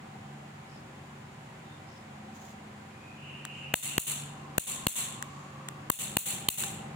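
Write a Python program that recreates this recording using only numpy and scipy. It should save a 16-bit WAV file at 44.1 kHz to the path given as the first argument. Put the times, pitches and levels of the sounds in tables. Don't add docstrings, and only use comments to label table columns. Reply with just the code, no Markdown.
import sys
import numpy as np
from scipy import signal
from scipy.fft import rfft, irfft
from scipy.io import wavfile
from scipy.ndimage import uniform_filter1d, minimum_filter1d

SR = 44100
rng = np.random.default_rng(int(sys.argv[2]) if len(sys.argv) > 2 else 0)


def master(y):
    cut = np.clip(np.atleast_2d(y).T, -1, 1)
    pcm = np.round(cut * 32767)
    wavfile.write(sys.argv[1], SR, pcm.astype(np.int16))


N = 306495
TIME_S = np.arange(N) / SR

# frequency in Hz, relative level in dB.
AIR_SPECTRUM = [(20, -28), (35, -13.5), (60, -13), (90, -9), (170, -6), (260, -14), (370, -12),
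                (460, -16.5), (640, -14.5), (900, -12.5), (1400, -16.5), (2200, -18.5), (5600, -34),
                (9000, -35), (12000, -44), (16000, -46.5)]
GLOVE_SPECTRUM = [(1000, -29), (3500, -2), (6000, -5.5), (10000, -12), (14000, -17), (16000, -20)]
TRIGGER_SPECTRUM = [(300, -43.5), (900, -2), (1200, 5.5), (1900, 3), (2300, -10), (3200, -2), (4800, -16.5),
                    (7500, 0), (11000, -12), (16000, -16.5)]
ECHO_SPECTRUM = [(60, -20), (200, -18), (700, -11), (1100, -11), (1450, -14.5), (1900, -11.5), (2900, -6.5),
                 (4200, -8.5), (5000, -22), (5700, -13.5), (6500, -3), (7400, 3.5), (8300, 0), (10000, 1),
                 (11300, -4), (12300, -8), (15200, 2.5), (15800, -5), (16200, -44.5)]
ARC_SPECTRUM = [(60, -22), (160, -13), (350, -6), (700, -8.5), (1000, -10.5), (1500, -8.5), (2900, -11),
                (4300, -17.5), (5200, -21), (5900, -16.5), (7000, -3), (9500, -6.5), (12000, -6.5),
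                (15000, -1), (17000, -30.5)]
# frequency in Hz, coherence from 0 to 1.
COHERENCE = [(30, 0.96), (140, 1), (300, 0.91), (700, 0.21), (1500, 0.11), (6000, 0.076), (16000, .05)]
# centre in Hz, width in Hz, level in dB.
HUM_BANDS = [(158.1, 12, -62.5), (190, 5.7, -66), (280.4, 5.8, -68.5), (531.5, 3, -67.5),
             (774.6, 21, -61.5), (1015.8, 9.3, -69), (7040, 650, -70.5)]
# time in seconds, gain in dB.
RUMBLE_ENVELOPE = [(0, 0.5), (3.5, 0), (4.4, 3.5), (5.3, 1.5), (5.7, 1), (6.3, 5.5), (6.95, 7.5)]
WHINE_ENVELOPE = [(3.14, -80), (3.19, -59.5), (3.25, -48.5), (3.35, -47.5), (3.43, -51), (3.49, -47),
                  (3.65, -44), (3.73, -47.5), (3.95, -44), (4.3, -70)]
UNDERTONE_ENVELOPE = [(2.8, -82), (2.95, -65), (3.09, -54.5), (3.2, -59), (3.65, -59), (4.0, -54),
                      (4.3, -76)]
# time in seconds, lower pitch in Hz, lower and upper tone levels in dB.
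MACHINE_DRONE = [(0, 143, -63, -54), (0.3, 141.5, -52.5, -58), (0.9, 141.7, -55.5, -59),
                 (1.7, 141.4, -54.5, -62.5), (2.3, 141, -57.5, -51.5), (2.8, 139.1, -59, -54.5),
                 (3.4, 141.9, -51.5, -61), (4.15, 144.2, -46.5, -58), (4.9, 145.4, -55, -56),
                 (5.65, 141.3, -48.5, -56), (6.2, 138.4, -52, -50.5), (6.9, 143.4, -49.5, -54.5)]
# pitch in Hz, level in dB.
ROOM_TONES = [(94.2, -62), (119.5, -62), (235, -61), (308.5, -67), (380, -69.5)]
# start and length in seconds, pitch in Hz, glide in Hz/s, level in dB, width in Hz.
MOAN_EVENTS = [(-0.4, 1.1, 767, -0.5, -57.5, 50), (1.797, 0.94, 742.7, 31.5, -58, 52),
               (4.05, 2.11, 1032, 58, -52.5, 94), (6.08, 0.93, 782.3, 21.5, -50.5, 22)]
# midpoint and length in seconds, level in dB, centre in Hz, treble in dB.
GLOVE_STROKES = [(2.36, 0.05, -57.5, 6600, 5), (2.45, 0.34, -57.5, 6830, 7), (2.512, 0.075, -61, 7200, 1),
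                 (3.59, 0.228, -62, 7200, -12), (5.376, 0.59, -61.5, 7100, -14)]
# midpoint and length in seconds, level in dB, pitch in Hz, relative rub in dB.
GLOVE_SLIPS = [(0.752, 0.23, -68, 5050, 3), (1.729, 0.27, -64, 3620, -6), (1.942, 0.28, -69.5, 5200, 4)]
# frequency in Hz, time to fall 60 dB in seconds.
ROOM_DECAY = [(200, 0.39), (1500, 0.75), (3500, 0.67), (7500, 0.55), (11000, 0.43), (15000, 0.33)]
# centre in Hz, width in Hz, boost in dB.
ROOM_RESONANCES = [(2725, 154, 5), (3590, 160, 5.5), (4270, 110, 5.5)]
MUZZLE_RESONANCES = [(780, 120, 5), (1074, 85.5, 4), (1540, 150, 2), (1885, 150, 3.5), (2550, 101, 4),
                     (2840, 94, 9.5), (3170, 101, 4.5), (3666, 100, 6.5), (4240, 160, 8), (6630, 105, 1.5),
                     (7654, 130, 5.5)]
# start in seconds, then relative level, left over right
# and bite in dB.
TRIGGER_CLICKS = [(3.4514, -35, 2, 4), (5.225, -31.5, 6.5, -4), (5.686, -34, 3, 4.5), (6.637, -31, -1, 7.5)]
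# start in seconds, strength in dB, thump in dB, low swell in Hz and dB,
# high swell in Hz and dB, notch in Hz, bite in dB, treble in dB, left over right in dB,
# thump's lead on the right in ms, echo in dB, echo's top treble in dB.
DISCHARGES = [(3.7390, -0.5, -3.5, 730, 3.4, 2700, 8.3, 410, -3.5, -12.5, 1.2, -0.054, 0, -4),
              (3.98, 0.84, 1.5, 352, 7.4, 2200, 2.7, 580, 4, -5.5, 1.86, 0.26, 0.28, -3),
              (4.5808, -0.51, 0, 646, 7.1, 1540, 1.6, 1220, -2, -6.5, 0.76, 0.47, 0.26, -8),
              (4.8679, 2.3, 2.5, 560, 6, 2620, 0.85, 1400, 3.5, -6.5, 2.2, 0.15, 0, -5),
              (5.9005, -1.1, 1, 1120, 14.6, 1993, 2, 670, -1, -1, 4.8, -0.38, 0.083, -1),
              (6.1686, 1.3, 1.5, 910, 7, 2500, 6.7, 394, 6.5, -1.5, 1.7, 0.59, 0, 0.5),
              (6.4863, 1.42, 0.5, 438, 6.1, 3360, 7.4, 1500, 6.5, 0.5, 1.2, 1, 0.24, 0.5)]


def amp(db):
    return 10 ** (np.asarray(db) / 20)


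def unit(x):
    return x / np.sqrt(np.mean(x ** 2) + 1e-20)


def pan(left_over_right_db):
    return amp([[left_over_right_db / 2], [-left_over_right_db / 2]])


def over_hz(points, hz):
    point_hz, value = np.transpose(points)
    return np.interp(np.log(hz + 1), np.log(point_hz + 1), value)


def over_time(points):
    return np.interp(TIME_S, *np.transpose(points))


def bins(x):
    return np.fft.rfftfreq(x.shape[-1], 1 / SR)


def colour(x, db):
    return irfft(rfft(x) * amp(db), x.shape[-1])


def bump(hz, centre_hz, octaves):
    return np.exp(-.5 * (np.log2((hz + 1) / centre_hz) / octaves) ** 2)


def band_db(hz, centre_hz, width_hz):
    return -20 * np.log10(1 + ((hz - centre_hz) / width_hz) ** 2)


def rings_db(rings, hz):
    return sum(db * np.exp(-.5 * ((hz - centre_hz) / width_hz) ** 2) for centre_hz, width_hz, db in rings)


def add(mix, start_s, sound):
    part = mix[:, round(start_s * SR):][:, :sound.shape[1]]
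    part += sound[:, :part.shape[1]]


def grain(shape, span):
    return unit(uniform_filter1d(rng.standard_normal(shape), size=span))


def waver(rate_hz, shape=N):
    return unit(colour(rng.standard_normal(shape), band_db(bins(TIME_S), 0, rate_hz)))


def fuzzy_tone(start_s, start_hz, glide_hz_per_s, width_hz):
    drift = waver(width_hz, (2, 2, N))
    phase = 2 * np.pi * np.cumsum(start_hz + glide_hz_per_s * (TIME_S - start_s)) / SR
    tone = drift[0] * np.cos(phase) + drift[1] * np.sin(phase)
    return unit(tone + 0.15 * tone[::-1])


def diffuse_noise(lag_s=0.00015):
    common, separate = rfft(rng.standard_normal((2, N)))
    hz = bins(TIME_S)
    coherence = over_hz(COHERENCE, hz)
    left = common * np.exp(-2j * np.pi * hz * lag_s)
    right = coherence * common + np.sqrt(1 - coherence ** 2) * separate
    return irfft(np.array([left, right]), N)


def burst(hold_s, fall_s, mono_below_hz=70, size=2048):
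    t = (np.arange(size) - size // 2) / SR
    envelope = (t >= 0) * np.exp(-np.maximum(t - hold_s, 0) / fall_s)
    noise = rng.standard_normal((2, size))
    apart = bins(noise) / (bins(noise) + mono_below_hz)
    for _ in range(5):
        spectrum = rfft(noise * envelope)
        spectrum[1] = apart * spectrum[1] + (1 - apart) * spectrum[0]
        noise = irfft(spectrum / (abs(spectrum) + 1e-12))
    return t, noise * envelope


def room_air(air_db=-50, grows_from_s=3, growth_db_per_s=0.37):
    hz = bins(TIME_S)
    air = amp(air_db) * unit(colour(diffuse_noise(), over_hz(AIR_SPECTRUM, hz)))
    for centre_hz, width_hz, db in HUM_BANDS:
        air += amp(db) * unit(colour(diffuse_noise(), band_db(hz, centre_hz, width_hz)))
    rumble = colour(air, band_db(hz, 0, width_hz=730))
    growth_db = growth_db_per_s * np.maximum(TIME_S - grows_from_s, 0)
    return rumble * amp(over_time(RUMBLE_ENVELOPE)) + (air - rumble) * amp(growth_db)


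def machine_hum(waver_db=2.0, waver_hz=2.5, pitch_wander=0.00404, lag_s=0.000081):
    times_s, *tracks = np.transpose(MACHINE_DRONE)
    pitch_hz, lower_db, upper_db = (np.interp(TIME_S, times_s, track) for track in tracks)
    out = np.zeros((2, N))
    for hz, db in [(pitch_hz, lower_db), (1.5 * pitch_hz, upper_db)] + ROOM_TONES:
        cycles = rng.random() + np.cumsum(hz * (1 + pitch_wander * waver(waver_hz))) / SR
        tone = np.sqrt(2) * np.sin(2 * np.pi * np.array([cycles - hz * lag_s, cycles]))
        out += amp(db + waver_db * waver(waver_hz)) * tone
    return out


def moans(roundness=0.63):
    out = np.zeros((2, N))
    for start_s, length_s, hz, glide_hz_per_s, db, width_hz in MOAN_EVENTS:
        arch = abs(np.sin(np.pi * np.clip((TIME_S - start_s) / length_s, 0, 1))) ** roundness
        out += amp(db) * arch * fuzzy_tone(start_s, hz, glide_hz_per_s, width_hz)
    return out


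def glove_brushes(focus_db=12, grain_db=3):
    out = np.zeros((2, N))
    for mid_s, length_s, db, centre_hz, treble_db in GLOVE_STROKES:
        size = int(length_s * SR)
        friction = rng.standard_normal((2, size)) * amp(grain_db * grain(size, span=60))
        hz = bins(friction)
        shape_db = over_hz(GLOVE_SPECTRUM, hz) + focus_db * bump(hz, centre_hz, 0.118)
        shape_db += treble_db * bump(hz, 15000, 0.27)
        add(out, mid_s - length_s / 2, amp(db) * unit(colour(friction, shape_db)) * np.hanning(size))
    return out


def glove_squeaks(tone_width_hz=85, rub_width_hz=800, grain_db=4.5):
    out = np.zeros((2, N))
    for mid_s, length_s, db, pitch_hz, rub_db in GLOVE_SLIPS:
        size = int(length_s * SR)
        tone, rub = rng.standard_normal((2, 2, size))
        hz = bins(tone)
        rub *= amp(grain_db * grain(size, span=200))
        rub = amp(rub_db) * unit(colour(rub, band_db(hz, pitch_hz, rub_width_hz)))
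        tone = unit(colour(tone, band_db(hz, pitch_hz, tone_width_hz)))
        add(out, mid_s - length_s / 2, amp(db) * (tone + rub) * np.hanning(size))
    return out


def wall_flutter(tail, t, trip_s=0.01984, pass_s=0.002, boost_db=8, above_hz=5500):
    treble = colour(tail, -10 * np.log10(1 + (above_hz / (bins(tail) + 1)) ** 8))
    pulses = np.exp(-((t - np.round(t / trip_s) * trip_s) / pass_s) ** 2)
    depth = .45 + .55 * np.exp(-((t - .142) / .025) ** 2)
    return tail + treble * (amp(boost_db * pulses * depth) - 1)


def room_tail(gain_db=-22, onset_s=0.015, spread_s=0.042, patch_db=3.2, early_db=2):
    t = np.arange(SR) / SR
    noise = rng.standard_normal((2, SR))
    hz = bins(noise)
    side_db = bump(hz, 14750, 0.18) * np.array([[3], [-3]])
    noise = unit(colour(noise, over_hz(ECHO_SPECTRUM, hz) + rings_db(ROOM_RESONANCES, hz) + side_db))
    band_hz, frame_s, frames = signal.stft(noise, SR, nperseg=256)
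    patches = uniform_filter1d(rng.standard_normal(frames.shape[1:]), size=2, axis=0)
    patches = unit(uniform_filter1d(patches, size=6, axis=1))
    ripple_db = patch_db * patches * bump(band_hz, 3200, 1.2)[:, None]
    age_s = np.hypot(frame_s, spread_s) - spread_s
    decay_db = 60 * age_s / over_hz(ROOM_DECAY, band_hz)[:, None]
    tail = signal.istft(frames * amp(ripple_db - decay_db), SR, nperseg=256)[1][:, :SR]
    near_walls_db = early_db * np.exp(-((t - .018) / .011) ** 2)
    fade_in = np.clip((t - onset_s) / .0025 + 1, 0, 1)
    return wall_flutter(tail, t) * amp(gain_db + near_walls_db) * fade_in * pan(0.8)


def trigger(gain_db=30, room_db=-43):
    out = np.zeros((2, N))
    for start_s, db, pan_db, bite_db in TRIGGER_CLICKS:
        t, click = burst(hold_s=.0018, fall_s=.0025)
        hz = bins(click)
        click = colour(click, over_hz(TRIGGER_SPECTRUM, hz) + bite_db * bump(hz, 3800, 0.25))
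        add(out, start_s + t[0], amp(db + gain_db) * click * pan(pan_db))
        add(out, start_s, amp(db + gain_db + room_db) * room_tail())
    return out


def whine(pitch_hz=2827, glide_hz_per_s=-55, core_db=-6.5, skirt_db=-2, top_hz=3090):
    start_s = WHINE_ENVELOPE[0][0]
    core = amp(core_db) * fuzzy_tone(start_s, pitch_hz, glide_hz_per_s, width_hz=26)
    skirt = fuzzy_tone(start_s, pitch_hz, glide_hz_per_s, width_hz=250)
    shelf_db = -12 * np.clip((bins(TIME_S) - top_hz) / 60 + .5, 0, 1)
    skirt = amp(skirt_db) * unit(colour(skirt, shelf_db))
    undertone = fuzzy_tone(UNDERTONE_ENVELOPE[0][0], start_hz=2450, glide_hz_per_s=98, width_hz=65)
    undertone *= amp(over_time(UNDERTONE_ENVELOPE))
    return (core + skirt) * amp(over_time(WHINE_ENVELOPE)) + undertone


def pressure_swing(t, lead_ms, rise_s=0.00034, half_period_s=0.004, fade_s=0.0026):
    age_s = np.array([t, t + lead_ms / 1000])
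    envelope = np.clip(age_s / rise_s, 0, 1) * np.exp(-(age_s / fade_s) ** 2)
    swing = -envelope * np.cos(np.pi * age_s / half_period_s)
    return swing / abs(rfft(swing)).max()


def arc_snap(thump_db, low_hz, low_db, high_hz, high_db, notch_hz, bite_db, treble_db, pan_db, lead_ms,
             gain_db=36.5, thump_gain_db=3, notch_db=8, ragged_db=4, detune=0.0044):
    t, crack = burst(hold_s=0.0022, fall_s=0.0019)
    hz = bins(crack)
    shape_db = over_hz(ARC_SPECTRUM, hz)
    shape_db += treble_db * bump(hz, 11800, 0.7) + bite_db * bump(hz, 4000, 0.3)
    shape_db += low_db * bump(hz, low_hz, 0.25) + high_db * bump(hz, high_hz, 0.34)
    shape_db += rings_db(MUZZLE_RESONANCES, hz * (1 + detune * rng.standard_normal()))
    scatter_db = ragged_db * (grain((2, len(hz)), span=12) - .35) * hz / (hz + 2500)
    crack = colour(crack, shape_db + scatter_db)
    thump = amp(thump_gain_db + thump_db) * pressure_swing(t, lead_ms)
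    snap = colour(crack + thump, -notch_db * bump(hz, notch_hz, 0.11))
    gate = np.exp(-((t - .0018) / .0045) ** 4)
    return amp(gain_db) * snap * gate * pan(pan_db)


def sparks(ripple_gain=0.13, moved=0.5, lead_samples=1024):
    out, room = np.zeros((2, N)), room_tail()
    for start_s, strength_db, *timbre, echo_db, top_db in DISCHARGES:
        add(out, start_s - lead_samples / SR, amp(strength_db) * arc_snap(*timbre))
        tail = np.sqrt(1 - moved ** 2) * room + moved * room_tail()
        arc = rng.standard_normal((1, 90))
        tail += ripple_gain * signal.oaconvolve(tail, arc / np.linalg.norm(arc))[:, :SR]
        tail = colour(tail, echo_db + top_db * bump(bins(tail), 19000, 0.35))
        clumps_db = grain(SR, span=130)
        add(out, start_s, amp(strength_db + clumps_db) * tail)
    return out


def scene():
    sustained = room_air() + machine_hum() + whine() + moans()
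    return sustained + trigger() + glove_brushes() + glove_squeaks() + sparks()


def peak_hold(x, hold_s):
    size = 2 * int(hold_s * SR / 2) + 1
    return -minimum_filter1d(-x, size, origin=size // 2)


def gain_control(dry, threshold_db=-15, slope=0.99, ahead_s=0.0052, hold_s=0.0033,
                 max_duck_db=17, let_go_db=9, recover_s=0.023):
    power_db = 10 * np.log10(abs(uniform_filter1d((dry ** 2).mean(0), size=100)) + 1e-12)
    over_db = slope * np.maximum(power_db - threshold_db, 0)
    ahead_db = np.roll(peak_hold(over_db, hold_s + ahead_s), -int(ahead_s * SR))
    limit_db = uniform_filter1d(ahead_db, size=160)
    duck_db = peak_hold(np.clip(2 * (over_db - 10.5), 0, max_duck_db), hold_s=.085)
    pole = np.exp(-1 / (recover_s * SR))
    recovery_db = signal.lfilter([1 - pole], [1, -pole], np.maximum(duck_db - let_go_db, 0))
    return dry * amp(-np.max([limit_db, duck_db, recovery_db], axis=0))


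def record(dry, ceiling=0.58, low_cut_hz=70, high_cut_hz=16500):
    out = ceiling * np.tanh(gain_control(dry) / ceiling)
    out = signal.sosfilt(signal.butter(2, low_cut_hz, "highpass", fs=SR, output="sos"), out)
    lowpass = signal.firwin(255, high_cut_hz, window=("kaiser", 9), fs=SR)
    return signal.oaconvolve(out, lowpass[None], "same")


dry = scene()
out = record(dry)
master(out)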